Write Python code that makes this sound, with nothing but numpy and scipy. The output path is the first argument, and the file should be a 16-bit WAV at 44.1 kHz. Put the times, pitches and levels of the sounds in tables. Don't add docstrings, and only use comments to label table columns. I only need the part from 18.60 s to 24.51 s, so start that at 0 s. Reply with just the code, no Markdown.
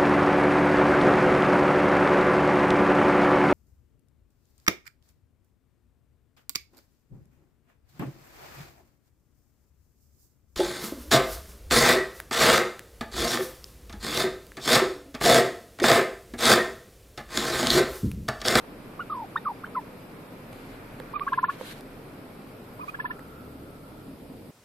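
import sys
import numpy as np
from scipy import signal
from scipy.io import wavfile
from scipy.ndimage import uniform_filter1d

SR = 44100
rng = np.random.default_rng(int(sys.argv[2]) if len(sys.argv) > 2 else 0)


def invert_db(x):
    u = np.asarray(x, float) / 20
    return 10 ** u


def wav_record(signal):
    frames = np.transpose(np.atleast_2d(signal))
    bounded = np.clip(frames, -1, 1)
    quanta = np.round(bounded * 32767).astype(np.int16)
    wavfile.write(sys.argv[1], SR, quanta)


N = 260631


def evened(x):
    return x / np.sqrt(np.mean(x ** 2) + 1e-20)


def read(points, hz):
    f, value = np.transpose(points)
    return np.interp(np.log(hz + 1), np.log(f + 1), value)


def along(rows):
    return np.interp(np.arange(N) / SR, [r[0] for r in rows], [r[1] for r in rows])


def swells(rows, rise_db_s, fall_db_s, rest_db):
    t = np.arange(N) / SR
    level = np.full(N, rest_db, float)
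    for s, hold, db in rows:
        rise = rise_db_s * np.maximum(s - t, 0)
        fall = fall_db_s * np.maximum(t - s - hold, 0)
        level = np.maximum(level, db - rise - fall)
    return level


def add(mix, s, sound, pan_db, lead=0):
    side = np.tan(lead / 2) * signal.hilbert(sound).imag
    ports = np.array([sound - side, sound + side])
    part = mix[:, round(s * SR):][:, :len(sound)]
    part += invert_db(np.array([[.5], [-.5]]) * pan_db) * ports[:, :part.shape[1]]


def fuzz(hz, width_hz):
    r = np.exp(-np.pi * width_hz / SR)
    slow = signal.lfilter([1], np.convolve([1, -r], [1, -r]), rng.standard_normal((2, N)))
    carrier = np.exp(2j * np.pi * np.cumsum(hz * np.ones(N)) / SR)
    return evened(((slow[0] + 1j * slow[1]) * carrier).real)


def whistle(rows, crest=0, swing=0, dip_db=0):
    warble_hz, dip_lag_s, skew = 40.7, 0.012, .35
    onset_s, release_s, scoop = .006, 0.0073, 0.76
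    s, hz, db = np.transpose(rows)
    t = np.arange(s[0] - onset_s, s[-1] + release_s, .001)
    shake = 2 * np.pi * warble_hz * (t - crest)
    pitch = np.interp(t, [t[0], *s], [scoop * hz[0], *hz])
    pitch = pitch * (1 + swing * (np.sin(shake + 0.77) + skew * np.sin(2 * shake + 2.8)))
    gain = np.interp(t, [t[0], *s, t[-1]], [1e-4, *invert_db(db), 1e-4])
    dip = (.5 + .5 * np.cos(shake - 2 * np.pi * warble_hz * dip_lag_s)) ** 2
    return np.transpose([t, pitch, 20 * np.log10(gain) - dip_db * dip])


def yelp(rows, octave_db, twelfth_db, steep):
    s, hz, db = np.transpose(rows)
    t = np.arange(s[0], s[-1], 1 / SR)
    pitch = uniform_filter1d(np.interp(t, s, hz), size=60)
    pitch = pitch * (1 + 0.053 * uniform_filter1d(rng.standard_normal(len(t)), size=50))
    turn = 2 * np.pi * np.cumsum(pitch) / SR
    climb = np.maximum((pitch / pitch.max()) ** steep, invert_db(-27))
    overtones = invert_db(octave_db) * np.sin(2 * turn) + invert_db(twelfth_db) * np.sin(3 * turn)
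    level = uniform_filter1d(np.interp(t, s, invert_db(db)), size=40)
    return level * (np.sin(turn) + climb * overtones)


# time in seconds, pitch in Hz, peak level in dB.
RISING_PUTTS = [
    [(.398, 1217, -25.5), (.402, 1240, -32), (.405, 1416, -28), (.412, 1475, -32), (.426, 1350, -35.5)],
    [(.762, 1174, -16), (.765, 1435, -21), (.771, 1850, -41), (.776, 1835, -29.5), (.784, 1865, -44)],
    [(1.04, 1200, -32), (1.047, 1550, -28), (1.049, 1600, -46), (1.053, 1680, -47)],
]
# time in seconds, pitch in Hz, peak level in dB.
OPENING_NOTES = [
    [(2.54, 1070, -31), (2.545, 1210, -32), (2.55, 1180, -37), (2.557, 1240, -31), (2.565, 1190, -23.5),
     (2.575, 1150, -42), (2.579, 1160, -35)],
    [(2.61, 1135, -30), (2.62, 1155, -23), (2.626, 1230, -40), (2.632, 1220, -34), (2.64, 1210, -43)],
    [(4.196, 950, -43), (4.204, 1150, -48), (4.217, 1250, -43), (4.229, 1190, -47), (4.234, 1020, -44),
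     (4.243, 1040, -42)],
    [(4.281, 1140, -46), (4.286, 1160, -38), (4.291, 1220, -43), (4.296, 1250, -39)],
]
# time in seconds, pitch in Hz, peak level in dB.
FALLING_YELPS = [
    [(.501, 1245, -29), (.51, 1210, -28), (.527, 1203, -24), (.545, 1050, -30.5), (.626, 878, -31),
     (.649, 763, -36)],
    [(.851, 1454, -45), (.857, 1250, -29), (.864, 1183, -21), (.882, 1140, -22), (.889, 979, -28),
     (.918, 860, -29.5)],
    [(1.153, 1313, -30), (1.158, 1310, -24), (1.161, 1120, -33), (1.166, 1042, -23.5), (1.178, 1010, -21.5),
     (1.197, 885, -36.5)],
]
# time of a crest in seconds, pitch swing as a share, dip in dB.
WARBLE = [
    (0.505, 0.047, 6),
    (.878, 0.061, 3),
    (1.154, 0.016, 1.5),
]
# octave in dB, twelfth in dB, steepness with pitch (exponent),
# left-right in dB, left lead in radians.
YELP_COLOUR = [
    (-13, -50, 9, -1.5, .45),
    (-38, -36, 4, -.5, .35),
    (-4, -45, 19, -1, .35),
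    (-38, -50, 0, -.5, .35),
    (-40, -50, 3, -2.5, .25),
    (-33, -65, -4, 0, .35),
    (-10, -27, 14, -6, 1),
    (-7, -40, 35, -5, .5),
    (-6, -40, 16, -3, 2.4),
    (-3, -35, 9, -4, 2.4),
]
# start in seconds, length in seconds, from Hz, to Hz,
# peak level in dB.
AFTERTONES = [
    (.404, .002, 1220, 1170, -36),
    (.769, .018, 960, 870, -41),
    (1.074, .003, 980, 1020, -46),
    (1.059, .008, 3050, 3120, -54),
]


def yelps(mix):
    calls = [whistle(rows) for rows in RISING_PUTTS + OPENING_NOTES]
    calls += [whistle(rows, *shake) for rows, shake in zip(FALLING_YELPS, WARBLE)]
    calls.sort(key=lambda rows: rows[0][0])
    for rows, (*overtones, pan_db, lead) in zip(calls, YELP_COLOUR):
        add(mix, rows[0][0], yelp(rows, *overtones), pan_db, lead)
    for s, length, from_hz, to_hz, db in AFTERTONES:
        rows = whistle([(s, from_hz, db), (s + length, to_hz, db)])
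        add(mix, rows[0][0], yelp(rows, -44, -50, 0), -2)


def purr_syllable(low_hz, low_db, middle_db, high_hz, high_db, swell, hold, after_db):
    t = np.arange(-swell, .04, 1 / SR)

    def wave(hz):
        return np.sin(2 * np.pi * (np.cumsum(hz * np.ones(len(t))) / SR + rng.random()))

    def joins(start, stay, fall_db_s):
        attack = np.clip((t - start) / .003, 0, 1) ** 2
        return attack * invert_db(-fall_db_s * np.maximum(t - start - stay, 0))

    rise = np.clip((t + swell) / .004, 0, 1) * invert_db(800 * np.minimum(t, 0))
    low = rise * np.clip(1 - t / .0045, 0, 1) + invert_db(after_db) * joins(.005, .005, 1700)
    low_line = invert_db(low_db) * low * wave(low_hz * (1 + 0.53 * t))
    middle_line = invert_db(middle_db) * joins(-0.003, 0.0061, 2400) * wave(.505 * (low_hz + high_hz))

    slid_hz = high_hz * (1 - 0.1076 * np.exp(-np.maximum(t, 0) / 0.0024))
    high = joins(.001, hold + .003, 2300)
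    breath = signal.lfilter(*signal.butter(2, [1900, 3000], "band", fs=SR), rng.standard_normal(len(t)))
    high_line = invert_db(high_db) * high * wave(slid_hz)
    high_line += invert_db(high_db - 12) * joins(-.003, .016, 500) * breath
    high_line += high * (invert_db(-58) * wave(low_hz + slid_hz) + invert_db(-59.5) * wave(2 * slid_hz))
    return low_line, middle_line, high_line


# low line in Hz, its level in dB, middle level in dB, high line in Hz,
# its level in dB.
PURR_SYLLABLES = [
    (1107, -20, -29, 1645, -27.5),
    (1036, -16, -27, 1660, -25),
    (1034, -15, -25, 1710, -33.5),
    (1032, -13.5, -22.5, 1730, -28.5),
    (1110, -18, -26, 1694, -28),
    (1120, -43, -44, 1661, -37),
    (1010, -32.5, -44, 1724, -31),
    (996, -26.5, -41, 1745, -32),
    (1010, -34, -40, 1764, -35),
]
# first break in seconds, swell in seconds, hold in seconds, left-right in dB,
# low note after the break in dB.
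PURR_SHAPE = [
    (2.678, .0135, .0048, -.3, -14),
    (4.3428, .0105, .0055, -2.5, -5),
]
PURR_LEAD = [
    (.6, 1.4, .7),
    (-1.1, 2.6, 2.1),
]


def purrs(mix):
    near_syllables, beat_s = 5, .0545
    for k, voice in enumerate(PURR_SYLLABLES):
        far = k >= near_syllables
        first, swell, hold, pan_db, after_db = PURR_SHAPE[far]
        s = first + beat_s * (k - far * near_syllables)
        lines = purr_syllable(*voice, swell, hold, after_db)
        for line, lead in zip(lines, PURR_LEAD[far]):
            add(mix, s - swell, line, pan_db, lead)


# delay in seconds, level in dB.
ECHOES = [(.0023, -22), (.0047, -24), (.0083, -25), (.013, -28), (.021, -31)]


def turkeys():
    tail_db, tail_t60_s = -21, .17
    mix = np.zeros((2, N))
    yelps(mix)
    purrs(mix)
    t = np.arange(6000) / SR
    taps = rng.standard_normal((2, len(t))) * invert_db(-60 * t / tail_t60_s) * np.clip(t / 0.001, 0, 1)
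    taps *= invert_db(tail_db) / np.linalg.norm(taps[0])
    taps[:, 0] = 1
    for s, db in ECHOES:
        taps[:, int(s * SR)] = invert_db(db) * np.array([1, -.7])
    return signal.oaconvolve(mix, taps, axes=1)[:, :N]


# start in
# seconds, tick in dB, tick in Hz, crackle in dB, left-right in dB.
CLICKS = [(1.052, -39, 1500, -58, -2), (1.058, -40, 1200, -62, -2), (1.066, -36, 1400, -60, -2),
          (1.076, -42, 1100, -64, -2), (1.9295, -43, 3800, -47, -1.5), (1.932, -40, 2600, -54, -1.5),
          (2.023, -52, 12000, -60, 0), (2.4, -35, 3500, -50, -5), (2.401, -29, 1500, -48, -5.5),
          (2.596, -28, 2000, -66, -5.5), (2.5963, -33, 3100, -64, -5.5), (2.733, -29, 3000, -54, 3),
          (3.011, -33, 1500, -47, -5.5), (3.209, -36, 4700, -46, 1), (3.891, -47, 3000, -56, -1),
          (4.593, -35, 1500, -50, -2), (4.595, -44, 3000, -60, -2), (.758, -42, 2400, -60, -1)]
# frequency in Hz, T60 in seconds, level in dB.
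SHELL_MODES = [(513, 0.036, 3), (870, 0.011, 4)]
# start in seconds, thud in dB.
KNOCKS = [
    (1.9295, -45),
    (2.401, -33),
    (2.596, -42),
    (2.733, -50),
    (3.011, -29),
    (3.209, -50),
    (4.593, -42),
]


def clicks():
    mix, t = np.zeros((2, N)), np.arange(2600) / SR
    for s, tick_db, hz, crackle_db, pan_db in CLICKS:
        cycles = hz * t - 1.2
        tick = np.cos(2 * np.pi * cycles) * np.exp(-(cycles / 0.9) ** 2)
        crackle = np.diff(rng.standard_normal(len(t) + 1)) * np.exp(-t / 0.0014)
        add(mix, s, invert_db(tick_db) * tick + invert_db(crackle_db) * crackle, pan_db)
    thud = sum(invert_db(db - 60 * t / t60) * np.sin(2 * np.pi * hz * t) for hz, t60, db in SHELL_MODES)
    thud = thud * np.minimum(t / 0.00048, 1)
    for s, thud_db in KNOCKS:
        add(mix, s, invert_db(thud_db) * thud, -8)
    return mix


# start in seconds, hold in seconds, level in dB.
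BRUSH_STROKES = [
    (1.93, .22, -59.5),
    (2.915, .035, -52),
    (3.012, .03, -49),
    (3.06, .065, -44),
    (3.14, .05, -54),
    (4.29, .006, -52.5),
]
# frequency in Hz, level in dB per Hz.
CLOTH = [(880, -11), (1500, 1), (2210, 0.5), (2570, -1.5), (4330, -1), (5180, -10), (7080, -9.5),
         (13200, -9), (14400, -31)]


def brush():
    sparks = rng.exponential(1, N) ** 2 * (rng.random(N) < .02)
    grains = 1 + 0.4 * uniform_filter1d(sparks, size=20)
    return invert_db(swells(BRUSH_STROKES, 250, 500, -71)) * evened(grains * noise(CLOTH, 0.47))


# time in seconds, level in dB.
IDLE = [(0.0, -62), (0.15, -58), (1.65, -68), (1.94, -55), (2.7, -56.5), (3.01, -69), (3.11, -59),
        (3.31, -54.5), (3.92, -69), (4.02, -62), (5.66, -59.5), (5.91, -64)]
# multiple of the firing rate, level in dB.
ORDERS = [(2, -73.5), (3, -62.5), (4, -66)]


def firing_hum():
    idle_hz, inside_s, swing_s, boom_db = 35.73, 4.2, .5, 29
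    t = np.arange(N) / SR
    hum = np.sqrt(2) * invert_db(along(IDLE)) * np.sin(2 * np.pi * idle_hz * t)
    inside = np.clip((t - inside_s) / swing_s + .5, 0, 1)
    for k, db in ORDERS:
        boom = boom_db * inside - 15 if k == 2 else 0
        hum += invert_db(db + boom) * fuzz(k * idle_hz, 3.4)
    return hum


# start in seconds, hold in seconds, level in dB.
DRONE = [
    (.18, 0.43, -55),
    (2.07, 0.042, -45),
    (3.45, 0.11, -46),
    (4.6, 0.42, -47),
    (5.5, 0.28, -43.5),
]


def exhaust_drone():
    return invert_db(swells(DRONE, 59, 40, -51) - 6.0) * fuzz(268.9, 47)


# start in seconds, hold in seconds, level in dB.
WHINE = [
    (1.22, 1.98, -72.5),
    (4.02, 1.08, -72.5),
    (5.9, .1, -74),
]


def alternator_whine():
    whine = invert_db(swells(WHINE, 120, 70, -80)) * fuzz(12775, 30)
    return whine * invert_db(np.array([[1.5], [-1.5]]))


# start in seconds, hold in seconds, level in dB.
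HOLLOW = [
    (3.6, .4, -65),
    (4.1, .25, -59),
    (4.52, .12, -51.5),
    (4.7, .17, -55),
    (5.08, .33, -57),
]


def cabin_hollow():
    ports = np.array([fuzz(1340, 200) for _ in range(2)])
    return invert_db(swells(HOLLOW, 45, 80, -120)) * ports


def engine():
    fan = invert_db(along(FACING) - 9.5) * fuzz(2400, 500)
    return firing_hum() + exhaust_drone() + fan + alternator_whine() + cabin_hollow()


# frequency in Hz, likeness from 0 to 1.
LIKENESS = [(30, .995), (125, 0.98), (300, 0.89), (700, 0.62), (1500, 0.05), (3000, 0.21), (8000, 0.11),
            (13000, 0.15)]


def noise(spectrum, patchy_db, change_db=0):
    frames, hz = N // 256 + 5, np.fft.rfftfreq(1024, 1 / SR)
    a, b, c, d, patches = rng.standard_normal((frames, 513, 5)).T
    patches = uniform_filter1d(uniform_filter1d(patches, size=12, axis=0), size=10, axis=1)
    same = np.clip(read(LIKENESS, hz), -1, 1)[:, None]
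    left = a + 1j * b
    right = same * left + np.sqrt(1 - same ** 2) * (c + 1j * d)
    z = np.array([left, right]) * invert_db(read(spectrum, hz)[:, None] + patchy_db * evened(patches))
    steady = np.sqrt(np.mean(abs(z) ** 2) * 513 * 2)
    return evened(signal.istft(z / steady * invert_db(change_db), nperseg=1024, noverlap=768)[1][:, :N])


# frequency in Hz, level in dB per Hz.
WASH = [(26, -48), (45, -8.5), (90, -22), (125, -2.5), (209, -3.5), (256, -3), (394, -7.5), (428, -5.5),
        (536, -8.5), (807, -15), (1320, -18.5), (1760, -23), (2340, -24.5), (2930, -29.5), (6000, -41),
        (7800, -46), (13200, -120)]
# time in seconds, openness in dB.
FACING = [(0, -57.5), (1.8, -57.5), (2.1, -55.5), (2.95, -54.5), (3.2, -58), (4.4, -61), (5.0, -65),
          (5.91, -66)]
# frequency in Hz, share of the change.
FACING_SHARE = [(200, -0.019), (600, 0.18), (1500, 0.98), (3000, 0.6)]


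def wash():
    frame_starts = np.minimum(np.arange(N // 256 + 5) * 256, N - 1)
    facing_db = along(FACING)[frame_starts] + 61
    change_db = read(FACING_SHARE, np.fft.rfftfreq(1024, 1 / SR))[:, None] * facing_db
    return invert_db(-44.5) * noise(WASH, 0.61, change_db)


# frequency in Hz, level in dB per Hz.
HISS = [(2940, -2), (5000, -0.5), (6260, -12), (8210, -3.5), (11800, -1), (13500, 1.5), (14000, -7.5)]


def microphone_hiss():
    return invert_db(-59.5) * noise(HISS, 1.0)


def scene():
    return turkeys() + clicks() + brush() + engine() + wash()


# frequency in Hz, share of cells emptied.
GAPS = [(3000, 0.003), (4500, 0.045), (5800, 0.12), (7200, 0.11), (8500, 0.074), (13000, 0.0035)]
# start in seconds, length in seconds, shortage from 0 to 1.
STARVED = [
    (.5, .065, .6),
    (.84, .065, .5),
    (1.02, .04, .25),
    (1.147, .05, .55),
    (2.53, .075, 1),
    (2.58, .055, .35),
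    (2.77, .05, .86),
    (2.835, .062, 1.02),
    (4.38, .16, .45),
    (4.43, .095, .74),
]
# frequency in Hz, shortage that empties it.
RESERVE = [(4200, 1.2), (5500, .5), (6700, .12), (8300, .5), (9000, .75), (12200, .85), (12800, 1.3),
           (13600, .58)]


def treble_dropouts(heard):
    hz, t, z = signal.stft(heard, SR, nperseg=512, noverlap=384)
    kept = np.ones(z.shape[1:]) * (hz < 14060)[:, None]
    cells = rng.random((len(hz) // 2 + 1, len(t) // 12 + 1))
    cells = cells.repeat(2, axis=0).repeat(12, axis=1)[:len(hz), :len(t)]
    kept *= cells > read(GAPS, hz)[:, None]
    for start, length, shortage in STARVED:
        arch = abs(np.sin(np.pi * np.clip((t - start) / length, 0, 1))) ** (1 / 3)
        kept *= shortage * arch < read(RESERVE, hz)[:, None]
    return signal.istft(z * kept, nperseg=512, noverlap=384)[1][:, :N]


def roll_off(x):
    return signal.sosfilt(signal.butter(12, 15130, fs=SR, output="sos"), x)


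def record(dry):
    mix = treble_dropouts(dry + microphone_hiss())
    return roll_off(mix)


dry = scene()
out = record(dry)
wav_record(out)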